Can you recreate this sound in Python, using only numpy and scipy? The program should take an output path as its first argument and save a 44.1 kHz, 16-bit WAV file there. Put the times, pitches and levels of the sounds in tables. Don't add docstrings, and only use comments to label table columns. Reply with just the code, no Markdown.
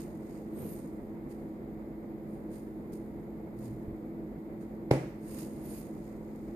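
import sys
import numpy as np
from scipy import signal
from scipy.fft import rfft, irfft
from scipy.io import wavfile

SR = 44100
rng = np.random.default_rng(int(sys.argv[2]) if len(sys.argv) > 2 else 0)


def transcribe(signal):
    frames = np.atleast_2d(signal).T
    limited = np.clip(frames, -1, 1)
    pcm = np.round(limited * 32767).astype(np.int16)
    wavfile.write(sys.argv[1], SR, pcm)


N = 288855
TIME = np.arange(N) / SR
FREQ = np.maximum(np.arange(N // 2 + 1) * SR / N, 1)


def undb(db):
    return 10 ** (np.asarray(db) / 20)


def unit(x):
    return x / np.sqrt(np.mean(x ** 2))


def colour(points):
    hz, db = np.transpose(points)
    ends = np.minimum(FREQ / hz[0], 1) * np.minimum(hz[-1] / FREQ, 1)
    return undb(np.interp(np.log(FREQ), np.log(hz), db)) * ends ** 2


def walk(rate_hz):
    return unit(irfft(rfft(rng.standard_normal(N)) / (1 + (FREQ / rate_hz) ** 4), N))


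def diffuse(points):
    # freq_hz, side_db
    width = [(60, -7), (120, -7), (200, -14), (350, -18), (680, -4), (1300, 0.5)]
    hz, db = np.transpose(width)
    spread = undb(np.interp(np.log(FREQ), np.log(hz), db))
    mid, side = rfft(rng.standard_normal((2, N)))
    pair = np.array([mid + spread * side, mid - spread * side])
    return unit(irfft(pair * colour(points) / np.sqrt(1 + spread ** 2), N))


def convolve(x, response):
    return signal.fftconvolve(np.atleast_2d(x), np.atleast_2d(response), axes=-1)[:, :N]


def from_right(x, lag_ms, shade_db, shade_hz=5800, octaves=0.52):
    shade = undb(shade_db * np.exp(-(np.log2(FREQ / shade_hz) / octaves) ** 2))
    delay = np.exp(-2j * np.pi * FREQ * lag_ms / 1000)
    return np.array([irfft(rfft(x[0]) * shade * delay, N), x[1]])


def fridge(air_db=-44, phase_wander=0.28, flutter_db=0.8):
    # pitch_hz, level_db, waver_db
    hum = [(53.8, -62, 0), (119.4, -64.5, 2), (214.1, -47, 0.6), (254.4, -55, 2.5), (314.9, -56.5, 3),
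           (318.9, -51.5, 2.5), (336.2, -50, 1.8), (425.6, -60.5, 1), (938, -74.5, 2.5)]
    # freq_hz, gain_db
    air_eq = [(20, -22.5), (48, -3), (100, -8), (160, 0.5), (215, -2), (255, -1.5), (283, -3), (325, 0.5),
              (375, -3.5), (530, -8), (800, -16), (1150, -24.5), (1650, -31), (2100, -27), (2900, -48)]
    tones = 0
    for hz, db, waver_db in hum:
        phase = 2 * np.pi * (hz * TIME + rng.random()) + phase_wander * waver_db * walk(2.17)
        tones += undb(db) * unit(undb(waver_db * walk(8.2)) * np.sin(phase))
    return tones + undb(air_db + flutter_db * walk(26)) * diffuse(air_eq)


def fingers(t60_s=0.03):
    # start_s, level_db
    ticks = [(2.932, -52), (2.937, -56), (3.589, -56), (4.612, -66), (6.359, -58)]
    # freq_hz, gain_db
    tick_eq = [(3500, -10), (5000, -3), (9000, -3), (14500, -2)]
    envelope = sum((TIME >= s) * undb(db - 60 * np.abs(TIME - s) / t60_s) for s, db in ticks)
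    return envelope * diffuse(tick_eq)


def gesture(peak_s, length_s):
    return .5 ** (2 * ((TIME - peak_s) / length_s) ** 2)


def sliding(strokes, linger_db=-4, t60_s=0.95):
    power = sum((undb(db) * gesture(s, length_s)) ** 2 for s, length_s, db in strokes)
    decay = undb(-60 * TIME / t60_s) ** 2
    linger = np.abs(convolve(power, decay / decay.sum())[0])
    return np.sqrt(power + undb(linger_db) ** 2 * linger)


def zips(trim_db=-3, patchy_db=3.5, rasp_rad=0.85, unsteady=0.007, echo_db=-4, echo_t60_s=0.22):
    # start_s, end_s, top_hz, sag_share (pitch lost at the ends), relative_db
    patches = [(.53, .80, 13650, .16, -59), (.56, .77, 12900, .12, -61), (.565, .71, 11650, .05, -57),
               (.62, .81, 13300, .24, -63), (.55, .81, 10700, .2, -62), (.53, .64, 8750, .04, -60),
               (.66, .745, 8950, .06, -57), (.75, .82, 9000, .04, -61), (5.60, 5.72, 13150, .22, -61),
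               (5.60, 5.83, 12650, .25, -60), (5.63, 5.82, 11000, .19, -58), (5.66, 5.76, 9050, .04, -56),
               (5.69, 5.85, 13100, .28, -60), (5.72, 5.81, 12650, .08, -61)]
    dry = np.zeros((2, N))
    rasp = rasp_rad * np.array([walk(150), walk(150)])
    grip = undb(patchy_db * walk(28))
    wobble = unsteady * walk(29.5)
    for start_s, end_s, top_hz, sag, db in patches:
        stroke = (2 * TIME - start_s - end_s) / (end_s - start_s)
        on = np.flatnonzero(np.abs(stroke) < 1)
        patch = (on + rng.integers(N)) % N
        pitch_hz = top_hz * (1 - sag * stroke[on] ** 2 + wobble[patch])
        phase = 2 * np.pi * np.cumsum(pitch_hz) / SR + rasp[:, patch]
        swell = np.sqrt(1 - stroke[on] ** 2)
        dry[:, on] += undb(db + trim_db) * swell * grip[patch] * np.sin(phase)
    room = unit(rng.standard_normal((2, N)) * undb(-60 * TIME / echo_t60_s)) / np.sqrt(N)
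    return dry + undb(echo_db) * convolve(dry, room)


def swishes(trim_db=-0.5, grain_db=1.76, stir_db=-78):
    # peak_s, length_s, relative_db, sizzle_db (skin over cloth)
    strokes = [(0.005, 0.05, -55, -4.5), (.33, 0.14, -66, -12), (0.699, 0.17, -60.5, -4),
               (1.318, 0.027, -61.5, -5), (2.337, 0.066, -74, 1.5), (2.553, 0.051, -62, -1.5),
               (2.931, 0.0093, -65, -1), (2.955, 0.041, -64.5, -1.5), (3.642, 0.072, -63.5, -3.5),
               (3.66, 0.023, -63, -10), (4.62, 0.023, -65.5, -6), (5.345, 0.11, -55.5, -0.5),
               (5.406, 0.054, -51.5, -4), (5.55, .25, -85, -17), (5.73, 0.13, -56, -5.5),
               (6.058, 0.1, -68, -22), (6.453, 0.43, -72, -22)]
    # freq_hz, gain_db
    cloth_eq = [(800, -1), (1600, -6), (2600, -5.5), (3300, -11.5), (5000, -2), (5900, -9), (6850, 2.5),
                (7500, -7.5), (8200, -2.5), (8750, 0.5), (9300, -7), (10500, -10.5), (13000, -5),
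                (14500, -18)]
    # freq_hz, gain_db
    skin_eq = [(8200, -12), (8750, 6), (9300, 1.5), (10500, 0.5), (11200, -3), (12300, 2.5), (14500, -23)]
    cloth = sliding([(s, length_s, db) for s, length_s, db, _ in strokes])
    cloth = np.hypot(cloth, undb(stir_db))
    skin = sliding([(s, length_s, db + sizzle_db) for s, length_s, db, sizzle_db in strokes])
    grain = undb(trim_db + grain_db * walk(140))
    return grain * (cloth * diffuse(cloth_eq) + skin * diffuse(skin_eq))


def shirt():
    # peak_s, length_s, level_db
    folds = [(0.63, 0.11, -41), (5.38, 0.2, -57.5), (5.655, 0.22, -48.5)]
    # freq_hz, gain_db
    rustle_eq = [(70, 0), (145, 2.5), (260, 1.5), (470, -1), (700, -18.5), (1200, -25), (2400, -32.5),
                 (3600, -34.5)]
    return sum(undb(db) * gesture(s, length_s) for s, length_s, db in folds) * diffuse(rustle_eq)


def drag(release_s=3.73, peak_db=-41.5, rise_db_per_s=63, fall_db_per_s=252, slip_hz=120):
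    age_s = TIME - release_s
    level_db = peak_db + np.minimum(rise_db_per_s * age_s, -fall_db_per_s * age_s)
    phase = 2 * np.pi * slip_hz * TIME + 0.65 * walk(12)
    return undb(level_db) * unit(np.sin(phase))


def kitchen(room_db=-28, room_t60_s=0.43, tiles_db=-46, tiles_t60_s=0.7, build_s=0.00084):
    # freq_hz, gain_db
    room_eq = [(40, -38), (130, -1), (220, -0.5), (400, 1), (800, -5), (1200, -21.5), (2200, -18),
               (3300, -30.5), (5000, -28), (9000, -28.5), (12000, -30.5), (14500, -51)]
    # freq_hz, gain_db
    tiles_eq = [(1200, -3), (2200, 0), (3300, -14), (5000, -11), (9000, -17), (12000, -25), (14500, -35)]
    dull = undb(room_db - 60 * TIME / room_t60_s) * diffuse(room_eq)
    bright = undb(tiles_db - 60 * TIME / tiles_t60_s) * diffuse(tiles_eq)
    return (dull + bright) * (1 - np.exp(-TIME / build_s))


def slapback(thud):
    # freq_hz, gain_db
    radiated_eq = [(150, -22), (480, 0.5), (900, 1.5), (2000, -5), (12000, -5)]
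    # delay_s, gain_db
    walls = [(.0205, -11), (.0255, -9.5), (.068, -22)]
    airborne = irfft(rfft(thud) * colour(radiated_eq), N)
    return sum(undb(db) * np.interp(TIME - s, TIME, airborne, left=0) for s, db in walls)


def tabletop(thud_db=22, ring_db=-25.5, build_s=0.008, snap_db=-27, snap_s=0.003, snap_t60_s=0.0045):
    # freq_hz, gain_db
    thud_eq = [(45, -27), (70, -16), (125, 11.5), (220, -17), (380, 5), (620, -3.5), (900, -12),
               (1400, -27), (2400, -21), (3500, -45), (5000, -30), (7500, -62), (12000, -40)]
    # freq_hz, gain_db
    snap_eq = [(1500, 0), (5000, 0), (8000, -10), (12000, -19), (14500, -28)]
    # pitch_hz, relative_db, t60_s
    modes = [(57, -13, 0.27), (133.8, 4.5, 0.34), (152, -7, 0.44), (164.6, -11, 0.78), (216, -24.5, 0.51),
             (306.5, -13, 0.32), (418, -11, 0.24), (516, -8.5, 0.32), (613, -15, 0.35), (716, -25, 0.31),
             (778, -15, 0.19), (847, -10, 0.14), (968, -7, 0.1), (1050, -23, 0.13), (2300, -37, .55)]
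    travel_ms = 1.915
    bend = 4 * np.pi * travel_ms * np.sqrt(FREQ / 1000)
    thud = undb(thud_db) * irfft(colour(thud_eq) * np.exp(-1j * bend), N) * (TIME < .5)
    snap = undb(snap_db - 60 * np.abs(TIME - snap_s) / snap_t60_s) * diffuse(snap_eq)
    ring = 0
    for hz, db, t60_s in modes:
        arrival_phase = np.interp(hz, FREQ, bend)
        ring += undb(ring_db + db - 60 * TIME / t60_s) * np.cos(2 * np.pi * hz * TIME - arrival_phase)
    return thud, snap, ring * (1 - np.exp(-TIME / build_s))


def knocks():
    # start_s, relative_db, softness_ms
    blows = [(0.627, -28, 1.1), (3.877, -21, 4.1), (3.926, -25, 3.4), (4.907, -16.5, 0.03),
             (4.9106, 1.5, 0.013)]
    force = np.zeros(N)
    for start_s, db, softness_ms in blows:
        age_ms = np.maximum(TIME - start_s, 0) * 1000
        push = age_ms * np.exp(-age_ms / softness_ms)
        momentum = undb(db) * (1 + softness_ms ** 2)
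        force += momentum * push / push.sum()
    thud, snap, ring = tabletop()
    return convolve(force, thud + snap + ring + slapback(thud) + kitchen())


def scene():
    bed = from_right(fridge(), lag_ms=0.04, shade_db=-25)
    close = knocks() + drag() + swishes() + shirt() + zips() + fingers()
    return bed + from_right(close, lag_ms=0.165, shade_db=-15.5)


def record(dry, hiss_db=-72, left_db=-0.9, top_hz=14750):
    # freq_hz, gain_db
    hiss_eq = [(1000, -15), (3500, -1), (5000, -4.5), (6000, -21), (7000, -5.5), (9800, -13.5),
               (12300, 4.5), (14500, 0.5)]
    heard = dry * undb([[left_db], [0]]) + undb(hiss_db) * diffuse(hiss_eq)
    high_cut = signal.ellip(10, .2, 80, top_hz, fs=SR, output="sos")
    return signal.sosfilt(high_cut, heard)


dry = scene()
out = record(dry)
transcribe(out)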